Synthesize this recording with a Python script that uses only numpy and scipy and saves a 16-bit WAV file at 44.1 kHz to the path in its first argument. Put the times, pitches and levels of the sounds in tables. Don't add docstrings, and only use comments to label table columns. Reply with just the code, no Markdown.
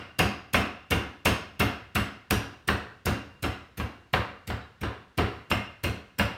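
import sys
import numpy as np
from scipy import signal
from scipy.fft import rfft, irfft, next_fast_len
from scipy.io import wavfile
from scipy.ndimage import map_coordinates

SR = 44100
rng = np.random.default_rng(int(sys.argv[2]) if len(sys.argv) > 2 else 0)


def materialize(psi):
    bounded = np.clip(np.atleast_2d(psi).T, -1, 1)
    quanta = np.round(bounded * 32767).astype(np.int16)
    wavfile.write(sys.argv[1], SR, quanta)


N = 280917

# slap_s, squash_s (slap to knock), force_db, flatness_db, crack_db (over the knock)
STROKES = [(-0.16, 0.0061, 0, 1, -3), (0.189, 0.0051, 0.5, 4, -10), (0.534, 0.0097, 1.5, -0.5, -3),
           (0.906, 0.0082, -2, 1, -23), (1.253, 0.0042, 0.5, 3.5, -12.5), (1.596, 0.0064, -0.5, 1, -14.5),
           (1.951, 0.0053, -2.5, 1.5, -8), (2.306, 0.001787, -2.5, 5.5, -16),
           (2.677, 0.0095, -0.5, -2.5, -3), (3.056, 0.0083, -4, 2, -23), (3.426, 0.012, -6, -.5, -11),
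           (3.775, .024, -10.5, -1, -9), (4.132, .0054, .5, -9, -3), (4.474, 0.027, -10, -3.5, -7),
           (4.812, 0.02, -8, -8, -14), (5.176, 0.0067, -1.5, -6, -42), (5.503, 0.011, -3, -2, -4),
           (5.836, 0.005, -7.5, 2.5, -17), (6.186, .0098, -1.5, 1, -5)]
# mode_hz, relative_db, t60_s
COUNTER_MODES = [(53, -19, .22), (70.1, -7, .3), (77.1, -8, .28), (102.7, -8.4, .3), (109.2, 0, .3),
                 (197, -17, .3), (282, -17, .25)]
# delay_s, gain
WALL_ECHOES = [(.0065, 1.2), (.0109, .9), (.0215, 1.16), (.0267, .55), (.0327, 1.2), (.0447, 1.2)]
# mode_hz, width_hz, relative_db
BOARD_MODES = [(170.7, 49, -1), (205.8, 19.2, 7.5), (248, 10, 2.5), (280.6, 15.8, 3.5), (347, 28.7, -1.5),
               (404.6, 38, -3), (459.5, 78, -7)]
# mode_hz, width_hz, relative_db
RING_MODES = [(2123, 50, 6), (2489, 64, 3), (2627, 70, 6), (2798, 53, 8), (3084, 200, -3.5), (5290, 32, -6),
              (5590, 69, -11.5)]
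# freq_hz, relative_db
KNOCK_COLOUR = [(120, -33.5), (330, -9), (560, 1.5), (640, -1.5), (735, 4.5), (840, -4.5), (980, 1),
                (1200, 1.5), (1620, 1.5), (1900, -2), (3000, -9), (4200, -14.5), (6500, -34), (15000, -49)]
# freq_hz, relative_db
FILM_COLOUR = [(200, 21), (900, 6.2), (2700, 14.4), (4000, 10.1), (5600, 9), (6400, 6.5), (7400, 4.5),
               (8400, 8.3), (10200, 3.6), (13000, 6.7), (16000, 2)]
# freq_hz, relative_db
HUSH_COLOUR = [(25, -6), (70, -9), (150, -6.5), (500, -29.5), (1500, -18), (4000, -26), (8000, -37.5),
               (16000, -48.5)]
# freq_hz, t60_s
KITCHEN_DECAY = [(100, 0.32), (300, 0.47), (1300, 0.56), (2800, 0.52), (5000, 0.51), (8500, 0.34),
                 (15000, 0.24)]
# mode_hz, relative_db, t60_s
BOWL_MODES = [(2630, -5, .45), (2789, 0, .62), (2801, -5, .5), (3117, -10, .45), (3908, -11, .55),
              (5262, -16, .4)]
# time_s, level_db
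RING_LEVEL = [(0.2, -3), (1.25, -2), (1.95, -5), (2.3, -17.5), (3.3, -5.5), (4.15, -18), (4.8, -18.5),
              (5.6, 2), (6.2, -5.5)]
# time_s, tilt_db_per_octave
BOARD_TILT = [(0.2, 3.5), (0.55, 0), (1.5, 0), (2.3, -0.5), (3.45, 1), (4.45, 0.5), (4.9, 9), (5.5, 4.5),
              (6.2, -2.5)]
# firm_stroke_db, db_per_force_db, db_per_flatness_db
SLAP_LAW = (-39, 0.84, 0.99)
THUMP_LAW = (-30, .36, 0.19)
BOARD_LAW = (-33, 0.67, 0.32)
KNOCK_LAW = (-30, 0.97, 0)
BOWL_LAW = (-46, 1, 0.43)
POP_LAW = (-48.5, 0.87, 1.48)

CUSHION_DB_PER_DB, USUAL_CRACK_DB = 0.11, -7.5
BAND_LIMIT_HZ = 15900
LIFE_S = np.arange(int(.7 * SR)) / SR
GRID_HZ = np.fft.rfftfreq(2 * len(LIFE_S), 1 / SR)


def amp(db):
    return 10 ** (np.asarray(db) / 20)


def along(points, hz):
    point_hz, values = np.transpose(points)
    return np.interp(np.log(hz + 1), np.log(point_hz + 1), values)


def at(curve, s):
    return np.interp(s, *np.transpose(curve))


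def norm(x):
    return x / np.sqrt(np.sum(x ** 2) + 1e-20)


def add(track, s, db, sound):
    start = round(s * SR)
    sound = norm(sound)[max(-start, 0):]
    part = track[max(start, 0):][:len(sound)]
    part += amp(db) * np.sqrt(.15 * SR) * sound[:len(part)]


def level(law, force_db, flat_db):
    base_db, per_force, per_flat = law
    return base_db + per_force * force_db + per_flat * flat_db


def cushioned(crack_db):
    return CUSHION_DB_PER_DB * (USUAL_CRACK_DB - crack_db)


def colour(points):
    cepstrum = irfft(np.log(amp(along(points, GRID_HZ))))
    cepstrum[1:len(LIFE_S)] *= 2
    cepstrum[len(LIFE_S) + 1:] = 0
    return np.exp(rfft(cepstrum))


def resonances(modes):
    total = 0
    for k, (hz, width_hz, db) in enumerate(modes):
        damping = 1j * GRID_HZ * width_hz
        total = total + (-1) ** k * amp(db) * damping / (hz ** 2 - GRID_HZ ** 2 + damping)
    return total


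def through(x, response):
    return irfft(rfft(x, 2 * len(LIFE_S)) * response)[:len(LIFE_S)]


def decay(t60_s):
    return amp(-60 * LIFE_S / t60_s)


def swell(time_s):
    return 1 - np.exp(-LIFE_S / time_s)


def burst(t60_s, attack_s):
    return norm(rng.standard_normal(len(LIFE_S)) * decay(t60_s) * swell(attack_s))


def crinkle(grain_db, rate_hz=2000):
    clumps = map_coordinates(rng.standard_normal(4096), [LIFE_S * rate_hz], order=1, mode='mirror')
    return rng.standard_normal(len(LIFE_S)) * amp(grain_db * clumps)


def patches(width_hz, depth_db):
    knots = rng.standard_normal(2048)
    return amp(depth_db * map_coordinates(knots, [GRID_HZ / width_hz], mode='mirror'))


def in_kitchen(contact, response, room_db, build_s):
    noise = rng.standard_normal(len(LIFE_S))
    hz, t, bands = signal.stft(noise, SR, nperseg=256)
    bands = bands * amp(-60 * t / along(KITCHEN_DECAY, hz)[:, None])
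    tail = signal.istft(bands, SR, nperseg=256)[1][:len(LIFE_S)]
    tail *= swell(build_s)
    return norm(through(contact, response)) + amp(room_db) * norm(through(tail, response))


def hush(db=-65):
    gain = amp(along(HUSH_COLOUR, np.fft.rfftfreq(N, 1 / SR)))
    noise = irfft(rfft(rng.standard_normal(N)) * gain, N)
    return amp(db) * noise / np.std(noise)


def waver(rate_hz=45):
    return 1 + map_coordinates(rng.standard_normal(64), [LIFE_S * rate_hz], mode='mirror')


def bowls(scatter_db=3, rise_s=0.012):
    out = np.zeros(N)
    for s, squash_s, force_db, flat_db, _ in STROKES:
        ring = 0
        for hz, mode_db, t60_s in BOWL_MODES:
            gain = amp(mode_db + rng.normal(0, scatter_db))
            ring = ring + gain * decay(t60_s) * waver() * np.sin(2 * np.pi * hz * LIFE_S)
        add(out, s + squash_s, level(BOWL_LAW, force_db, flat_db), ring * swell(rise_s))
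    return out


def rustles(db=-55, lag_s=0.003, t60_s=0.046, top_hz=6500):
    out, film = np.zeros(N), colour(FILM_COLOUR) / (1 + (GRID_HZ / top_hz) ** 4)
    for s, squash_s, *_ in STROKES:
        creases = crinkle(grain_db=-2.5) * decay(t60_s)
        add(out, s + squash_s + lag_s, db, in_kitchen(creases, film, room_db=-8.5, build_s=0.0035))
    return out


def squelches(db=-50, top_hz=3200, rough_db=4):
    out, flesh = np.zeros(N), colour(FILM_COLOUR) / (1 + (GRID_HZ / top_hz) ** 4)
    for s, squash_s, *_ in STROKES:
        press = swell(.002) / (1 + (LIFE_S / squash_s) ** 8)
        spreading = crinkle(grain_db=rough_db) * press
        add(out, s, db, in_kitchen(spreading, flesh, room_db=-2.5, build_s=0.005))
    return out


def pops(lag_s=.002, t60_s=0.015, bright_hz=7000, trapping_db_per_db=0.34):
    out, film = np.zeros(N), colour(FILM_COLOUR) * (1 + 1j * GRID_HZ / bright_hz)
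    for s, _, force_db, flat_db, crack_db in STROKES:
        db = level(POP_LAW, force_db, flat_db) + cushioned(crack_db)
        db -= trapping_db_per_db * at(RING_LEVEL, s)
        add(out, s + lag_s, db, through(crinkle(grain_db=3) * decay(t60_s), film))
    return out


def thumps(lowest_hz=54, scatter_db=1.5, softness=0.41, dulling_db_per_octave_s=170, linger_db=-15):
    out = np.zeros(N)
    for s, squash_s, force_db, flat_db, crack_db in STROKES:
        db = level(THUMP_LAW, force_db, flat_db) + cushioned(crack_db)
        direct = 0
        for hz, mode_db, t60_s in COUNTER_MODES:
            dulling_db = dulling_db_per_octave_s * squash_s * np.log2(hz)
            gain = amp(mode_db + rng.normal(0, scatter_db) - dulling_db)
            direct = direct + gain * decay(t60_s) * np.sin(2 * np.pi * hz * LIFE_S)
        boom = direct.copy()
        for delay_s, gain in WALL_ECHOES:
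            boom += gain * np.interp(LIFE_S - delay_s, LIFE_S, direct, left=0)
        add(out, s, db, boom * swell(softness * squash_s + 1e-4))
        linger = through(burst(t60_s=0.91, attack_s=0.02), resonances([(86.6, 44, 0)]))
        add(out, s, db + linger_db, linger)
    return signal.sosfilt(signal.butter(4, lowest_hz, 'hp', fs=SR, output='sos'), out)


def knocks(crack_rise_hz=2000, crack_limit_hz=4600, flex_share=.4, muffle_db=1.15):
    out, ring = np.zeros(N), resonances(RING_MODES)
    wood = colour(KNOCK_COLOUR) * colour([(500, muffle_db), (2000, -muffle_db)])
    crack_tone = (1 + 1j * GRID_HZ / crack_rise_hz) / (1 + (GRID_HZ / crack_limit_hz) ** 4)
    for s, squash_s, force_db, flat_db, crack_db in STROKES:
        knock_s, knock_db = s + squash_s, level(KNOCK_LAW, force_db, flat_db)
        spot = patches(width_hz=130, depth_db=1.5)
        chatter = burst(t60_s=0.077, attack_s=0.0013)
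        knock = in_kitchen(chatter, wood * spot, room_db=5.5, build_s=0.0041)
        add(out, knock_s, knock_db, knock)
        high_ring = in_kitchen(chatter, ring * spot, room_db=-3.0, build_s=0.011)
        add(out, knock_s, knock_db + at(RING_LEVEL, s), high_ring)
        snap = burst(t60_s=.022, attack_s=.0001)
        add(out, knock_s, knock_db + crack_db, through(snap, wood * spot * crack_tone))
        tilt = at(BOARD_TILT, s)
        board = resonances([(hz, width_hz, db + tilt * np.log2(hz)) for hz, width_hz, db in BOARD_MODES])
        flex = burst(t60_s=0.11, attack_s=0.0011)
        board_db = level(BOARD_LAW, force_db, flat_db) + cushioned(crack_db)
        bending = in_kitchen(flex, board * spot, room_db=5.0, build_s=0.0051)
        add(out, s + flex_share * squash_s, board_db, bending)
    return out


def slaps(lead_s=.004, peak_s=0.0076, half_s=0.0029, drawn_out=0.14):
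    out, film = np.zeros(N), colour(FILM_COLOUR)
    for s, squash_s, force_db, flat_db, _ in STROKES:
        smack = 1 / (1 + ((LIFE_S - peak_s) / (half_s + drawn_out * squash_s)) ** 4)
        spray = crinkle(grain_db=0.5, rate_hz=1400) * smack
        spot = patches(width_hz=318.4, depth_db=3.5)
        slap = in_kitchen(spray, film * spot, room_db=6, build_s=0.007)
        add(out, s - lead_s, level(SLAP_LAW, force_db, flat_db), slap)
    return out


def scene():
    background = hush() + bowls()
    film_and_meat = rustles() + squelches() + pops() + slaps()
    wood_and_counter = thumps() + knocks()
    return (background + film_and_meat + wood_and_counter)[None]


def record(dry, low_cut_hz=28):
    dry = signal.sosfilt(signal.butter(2, low_cut_hz, 'hp', fs=SR, output='sos'), dry)
    size = next_fast_len(N + SR // 2)
    passed = np.clip((BAND_LIMIT_HZ - np.fft.rfftfreq(size, 1 / SR)) / 400 + .5, 0, 1)
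    return irfft(rfft(dry, size) * passed, size)[:, :N]


dry = scene()
out = record(dry)
materialize(out)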